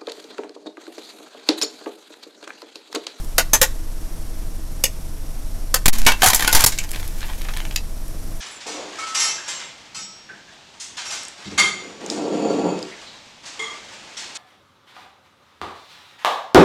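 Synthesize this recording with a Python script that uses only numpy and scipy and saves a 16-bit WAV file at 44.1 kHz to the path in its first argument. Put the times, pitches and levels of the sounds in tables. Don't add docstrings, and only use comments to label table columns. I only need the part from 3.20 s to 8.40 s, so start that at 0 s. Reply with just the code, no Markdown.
import sys
import numpy as np
from scipy import signal
from scipy.fft import rfft, irfft, next_fast_len
from scipy.io import wavfile
from scipy.ndimage import uniform_filter1d

SR = 44100
rng = np.random.default_rng(int(sys.argv[2]) if len(sys.argv) > 2 else 0)


def voltage_ratio(level):
    return 10 ** (np.asarray(level, float) / 20)


def transcribe(u):
    v = np.clip(np.atleast_2d(u).T, -1, 1)
    q = np.round(v * 32767).astype(np.int16)
    wavfile.write(sys.argv[1], SR, q)


N = 229481

# start_s, peak_db, thickness_db, t60_s (time to fade by 60 dB)
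SNAPS = [(.181, -4, -8, 0.054), (.3328, 0, -11.5, 0.053), (.4146, 1, -9.5, .039), (.4274, -5.5, -13, 0.043),
         (2.5417, -2.5, -11, 0.032)]
# start_s, peak_db, thickness_db, t60_s
SEAM = [(1.6379, -3, -12.5, 0.036)]
# start_s, peak_db, thickness_db, t60_s
COLLAPSE = [(2.6574, 0.5, -8, 0.048), (2.6811, 3, -11, 0.031), (2.6921, -7.5, -5, 0.018),
            (2.699, -32, -15, .045), (2.7302, -17.5, -19, 0.032), (2.7361, -21, -14, .045),
            (2.7524, -28, -7, 0.042), (2.7828, -24.5, -23, 0.071), (2.8643, -1.5, -1.5, 0.089),
            (2.9187, -14, -1.5, 0.027)]
# start_s, peak_db, thickness_db, t60_s
VOLLEY = [(3.0195, -10, -4.5, 0.038), (3.0304, -8.5, -3.5, 0.083), (3.0404, -6, -13, .049),
          (3.0601, -5, -9.5, .075), (3.0724, -7.5, -10.5, 0.05), (3.0845, -5.5, -17, 0.036),
          (3.1012, -9.5, -8.5, 0.043), (3.132, -10, -5, .041), (3.1458, -1.5, -28, 0.033),
          (3.1584, -13.5, -17, 0.032), (3.1945, -15.5, -4, 0.032), (3.2064, -18, -7, 0.042),
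          (3.2226, -17, -7.5, 0.062), (3.2464, -19.5, -0.2, 0.045), (3.2762, -8, -6, 0.037),
          (3.2924, -28, -2, .03), (3.3276, -4.5, -12, 0.042), (3.3489, -0.5, -9.5, 0.077),
          (3.4065, -5, -15, 0.02), (3.4192, -17.5, -12.5, 0.042), (3.439, 1, -12.5, .057),
          (3.4615, -2.5, -20, 0.054)]
# start_s, peak_db, thickness_db, t60_s
CHIPS = [(3.5211, -22, -9, 0.089), (3.5774, -24, -10, .026), (3.586, -14.5, -10.5, 0.047),
         (4.56, -8.5, -10.5, 0.024)]
# start_s, peak_db, thickness_db, t60_s
CRUNCHES = [(2.85, -26, -5, 0.049), (3.271, -25, -11, 0.057), (3.736, -46, 11, .086),
            (4.015, -46.5, 10, 0.091), (4.035, -46, 11, 0.088), (4.38, -46, 7, .1)]
# start_s, peak_db, thickness_db, t60_s
LUMPS = [(4.089, -46.5, 7.5, 0.12), (4.25, -45, 9, .061), (4.29, -42, 8.5, 0.051)]
# start_s, peak_db, thickness_db
TICKS = [(3.691, -27, -11), (3.7464, -32, 3), (3.7596, -30, 6), (3.7983, -33, 1), (3.8287, -36, 3),
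         (4.0064, -28.5, -5.5), (4.0292, -35.5, 10), (4.0819, -38, 4), (4.0994, -40.5, 8), (4.1334, -43, 9),
         (4.193, -45, -4), (4.211, -36, 3), (4.2462, -34, -8), (4.2859, -31.5, 6.5), (4.337, -27, 2),
         (4.365, -32, 6.5), (4.4026, -31, 4.5), (4.4515, -30, 3), (4.5097, -33.5, 7.5)]
# start_s, peak_db, thickness_db
SPLINTERS = [(.0463, -38.5, -11), (3.708, -30, -7), (3.715, -24, -8), (3.7324, -30, 3), (3.8775, -31, -12),
             (4.2173, -32, 3), (4.371, -25.5, 2), (4.8804, -35, -14)]
TICK_T60_S, SPLINTER_T60_S = .021, 0.014

# body_db against mid, fizz_db against crack
SHELL_KIND, SEAM_KIND, COLLAPSE_KIND = (-1.45, -5.5), (-15, -7), (-4.5, -8)
VOLLEY_KIND, CHIP_KIND = (-0.84, -6.5), (-19, -14.5)
CRUNCH_KIND, LUMP_KIND = (-7.5, -7), (-.8, -12.5)
TICK_KIND, SPLINTER_KIND = (-8.5, -11), (-11, 1.3)
FIZZ_LOSS = 0.14

# pitch_hz, level_db (per Hz)
CRACK_COLOUR = [(88, -26), (150, -7), (406, -11.5), (555, -9), (871, -4.5), (1340, -7), (1530, -2.5),
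                (2550, -0.5), (2760, -3), (6770, 5.5), (9080, -1), (11900, 2), (16000, -9)]
BAND_EDGES_HZ = [130, 1500, 4000, 8000]

# start_s, level_db
GRIND = [
    [(2.72, -38), (2.976, -48), (3.09, -37), (3.272, -41.5), (3.402, -25.5), (3.538, -49.5), (3.66, -44.5)],
    [(3.68, -49), (4.012, -52.5), (4.466, -55.5), (4.56, -57)],
]
# body_db, mid_db, fizz_db
GRIND_COLOUR_DB = [(-3, 1.5, 0), (-3, 2.1, 4.5)]

# start_s, pitch_hz, level_db, t60_s
RINGS = [(.183, 530, -25, 0.06), (1.638, 178, -24.5, 0.032), (2.543, 510, -27, 0.048),
         (3.585, 2730, -28.5, 0.032), (.183, 680, -21, 0.047), (0.182, 1870, -23, 0.044),
         (.334, 538, -25, 0.06), (.334, 6240, -11.5, 0.077), (.416, 525, -20.5, 0.091),
         (1.638, 530, -27, 0.055), (1.639, 2880, -18.5, 0.026), (1.638, 3600, -21, 0.032),
         (2.661, 58.4, -21, 0.069), (2.674, 109, -46, 0.042), (2.68, 195, -13.5, 0.043),
         (2.867, 1452, -17, 0.066), (2.92, 2690, -26, 0.068), (3.031, 748, -10, 0.038),
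         (3.021, 1550, -17, .04), (3.062, 1293, -23, 0.033), (4.098, 997, -39.5, .03),
         (4.286, 1245, -36, 0.041), (3.07, 106, -29.5, 0.087), (3.224, 1800, -21, .03),
         (3.279, 1470, -18.5, 0.044), (3.351, 75, -27, 0.075), (3.439, 100, -18.5, 0.079),
         (3.586, 2270, -28, 0.034), (4.561, 2620, -30, .03), (4.561, 4660, -26, .03)]
# start_s, pitch_hz, level_db, t60_s
HUM = [(2.733, 231, -39.5, .7)]

# start_s, pressure (1 = full scale), rise_s, hold_s, release_s
PUFFS = [(2.658, -.7, .003, .06, .024), (2.706, -.7, .012, .004, .003), (2.765, .42, .055, .06, .13),
         (3.338, -.57, .015, .037, .01), (3.41, .02, .03, 0, .006), (3.442, -.13, .013, 0, .04)]

# start_s, firing_rate_hz
FIRING = [(0, 23.4), (1.48, 23.8), (2.2, 24.2), (2.5, 25.9), (3.0, 28.6), (3.59, 24.1), (4.5, 23.4),
          (5.2, 22.7)]
# multiple of the firing rate, level_db
FIRING_ORDERS = [(.5, -1), (1, 2.5), (2, -21), (3, -15.5)]
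# pitch_hz, level_db (per Hz)
ENGINE_COLOUR = [(22, -41), (38, 3), (49, -12), (102, -13), (128, -20.5), (280, -22.5), (318, -28),
                 (389, -33), (420, -27.5), (629, -31), (2660, -42.5), (5530, -41), (12100, -39.5),
                 (16000, -62)]
# pitch_hz, width_hz, level_db
ENGINE_BAY = [(150, 14, -53), (323, 12, -53), (640, 25, -60), (5600, 400, -61), (12300, 300, -65)]
ENGINE_DB, FIRING_DB = -35, -28.5
IDLE_HZ, SWELL_DB_PER_HZ = 24.6, -0.18

# start_s, end_s, level_db
STALL = (3.451, 3.462, -23.5)
RAIL = .55
COUPLING_S, EDGE_HZ = .15, 15800


def evened(x):
    return x / np.sqrt(np.mean(x ** 2) + 1e-20)


def curve(rows):
    s, *columns = np.transpose(rows)
    return [np.interp(np.arange(N) / SR, s, column) for column in columns]


def coloured(x, points):
    f, db = np.transpose(points)
    hz = np.fft.rfftfreq(len(x), 1 / SR)
    gain = voltage_ratio(np.interp(np.log(hz + 1), np.log(f), db))
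    return irfft(rfft(x) * gain, len(x))


def fracture(size):
    sizes = voltage_ratio(2.53 * rng.exponential(1, size))
    return evened(coloured(rng.standard_normal(size) * sizes, CRACK_COLOUR))


def shards(x, db, spread):
    hz = np.fft.rfftfreq(len(x), 1 / SR)
    pitch = 900 * 14 ** rng.random((16, 1))
    ringing = (1 / (1 + 2j * spread * (hz / pitch - 1))).sum(0)
    return irfft(rfft(x) * (1 + voltage_ratio(db) * ringing), len(x))


def tilted(x, body_db, mid_db, fizz_db):
    hz = np.fft.rfftfreq(len(x), 1 / SR)
    above = [1 / (1 + (edge / (hz + 1)) ** 8) for edge in BAND_EDGES_HZ] + [0]
    bands = [evened(irfft(rfft(x) * (low - high), len(x))) for low, high in zip(above, above[1:])]
    body, mid, crack, fizz = bands
    return voltage_ratio(body_db) * body + voltage_ratio(mid_db) * mid + crack + voltage_ratio(fizz_db) * fizz


def pieces(rows, kind, *t60):
    hollow_db, fizz_db = kind
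    return [(s, db, thick + hollow_db, thick, fizz_db - FIZZ_LOSS * thick, *ring, *t60)
            for s, db, thick, *ring in rows]


def snaps(rows, crest_db):
    out, t = np.zeros(N + 6144), np.arange(6144) / SR
    for s, db, *colour_db, t60 in rows:
        shaken = shards(fracture(len(t)), db=-5., spread=20.)
        swarm = tilted(shaken, *np.add(colour_db, crest_db))
        fade = voltage_ratio(-60 * t / max(t60, .004)) * np.minimum(t / 0.00078, 1)
        out[round(s * SR):][:len(t)] += voltage_ratio(db - 5.0) * swarm * fade
    return out[:N]


def breaking_shell():
    rows = sorted(pieces(SNAPS, SHELL_KIND) + pieces(SEAM, SEAM_KIND))
    rows += pieces(COLLAPSE, COLLAPSE_KIND) + pieces(VOLLEY, VOLLEY_KIND) + pieces(CHIPS, CHIP_KIND)
    return snaps(rows, crest_db=7.5)


def ringing_shell():
    out, t = np.zeros(N + SR), np.arange(SR // 2) / SR
    for s, hz, db, t60 in RINGS + HUM:
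        main = np.sin(2 * np.pi * hz * t)
        partner = 0.35 * np.sin(2 * np.pi * (1.02 * hz * t + rng.random()))
        fade = voltage_ratio(db + 9.5 - 60 * t / t60) * np.minimum(t / 0.0021, 1)
        out[round(s * SR):][:len(t)] += (main + partner) * fade
    return out[:N]


def debris():
    rows = sorted(pieces(TICKS, TICK_KIND, TICK_T60_S) + pieces(SPLINTERS, SPLINTER_KIND, SPLINTER_T60_S))
    rows += sorted(pieces(CRUNCHES, CRUNCH_KIND) + pieces(LUMPS, LUMP_KIND))
    return snaps(rows, crest_db=6.5)


def grind():
    out = np.zeros(N)
    for rows, colour_db in zip(GRIND, GRIND_COLOUR_DB):
        start = round(rows[0][0] * SR)
        size = next_fast_len(round((rows[-1][0] - rows[0][0]) * SR))
        pressure = voltage_ratio(curve(rows)[0][start:start + size])
        clicks = (rng.random(size) < 250 / SR) * voltage_ratio(2.4 * rng.exponential(1, size))
        bursts = signal.lfilter([1], [1, -np.exp(-1 / (0.0084 * SR))], clicks)
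        clumps = evened(.5 + evened(bursts))
        rubble = tilted(fracture(size), *colour_db)
        out[start:start + size] = pressure * rubble * clumps * signal.windows.tukey(size, .03)
    return out


def puffs():
    t, out = np.arange(N) / SR, np.zeros(N)
    for s, pressure, rise, hold, release in PUFFS:
        leak = np.exp(-np.maximum(t - s - rise - hold, 0) / release)
        out += pressure * np.clip((t - s) / rise, 0, 1) * leak
    return out


def underside(x):
    t = np.arange(SR // 3) / SR
    taps = rng.choice([-1., 1.], len(t)) * (rng.random(len(t)) < 4000 / SR)
    dull = signal.lfilter([.45], [1, -.55], taps)
    early = dull * voltage_ratio(-60 * t / 0.08) * np.clip((t - .01) / 0.003, .12, 1)
    late = voltage_ratio(-32.5) * dull * voltage_ratio(-60 * t / 0.47)
    tail = early + late
    return signal.fftconvolve(x, tail / np.linalg.norm(tail))[:N]


def wander(rate_hz):
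    t = np.arange(0, N + 256, 256) / SR
    waves = [np.sin(2 * np.pi * (f * t + rng.random())) / np.sqrt(f) for f in np.geomspace(.3, rate_hz, 24)]
    return np.interp(np.arange(N) / SR, t, evened(sum(waves)))


def resonate(x, hz, width):
    r = np.exp(-np.pi * width / SR)
    return 2 * signal.lfilter([1 - r], [1, -r * np.exp(2j * np.pi * hz / SR)], x).real


def engine():
    hz = curve(FIRING)[0]
    turns = np.cumsum(hz * (1 + 0.016 * wander(6.66))) / SR
    throb = np.zeros(N)
    for multiple, db in FIRING_ORDERS:
        throb += voltage_ratio(db + 1.53 * wander(7.8)) * np.sin(2 * np.pi * (multiple * turns + rng.random()))
    noise = rng.standard_normal(N) * voltage_ratio(.8 * np.cos(2 * np.pi * turns) + 0.48 * wander(9.1))
    bay = sum(voltage_ratio(db) * evened(resonate(noise, f, width)) for f, width, db in ENGINE_BAY)
    wash = voltage_ratio(ENGINE_DB) * evened(coloured(noise, ENGINE_COLOUR)) + bay
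    return np.sqrt(2) * voltage_ratio(FIRING_DB) * throb + wash * voltage_ratio(SWELL_DB_PER_HZ * (hz - IDLE_HZ))


def scene():
    cracks = breaking_shell() + debris() + grind() + ringing_shell()
    mix = cracks + voltage_ratio(-10.5) * underside(cracks) + engine() + puffs()
    return mix[None]


def band_limit(x):
    return signal.sosfilt(signal.butter(12, 16970, fs=SR, output="sos"), x)


def record(dry):
    t, (start, end, stall_db) = np.arange(N) / SR, STALL
    slow = uniform_filter1d(dry, 441, axis=1)
    deaf = uniform_filter1d(1. * ((t > start) & (t < end)), 40)
    clipped = np.clip(slow + (dry - slow) * voltage_ratio(stall_db * deaf), -RAIL, RAIL)
    leak = np.exp(-1 / (COUPLING_S * SR))
    coupled = signal.lfilter([1, -1], [1, -leak], clipped)
    treble_cut = signal.firwin(255, EDGE_HZ, window=("kaiser", 6), fs=SR)
    limited = signal.oaconvolve(coupled, treble_cut[None], "same")
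    return band_limit(limited)


dry = scene()
out = record(dry)
transcribe(out)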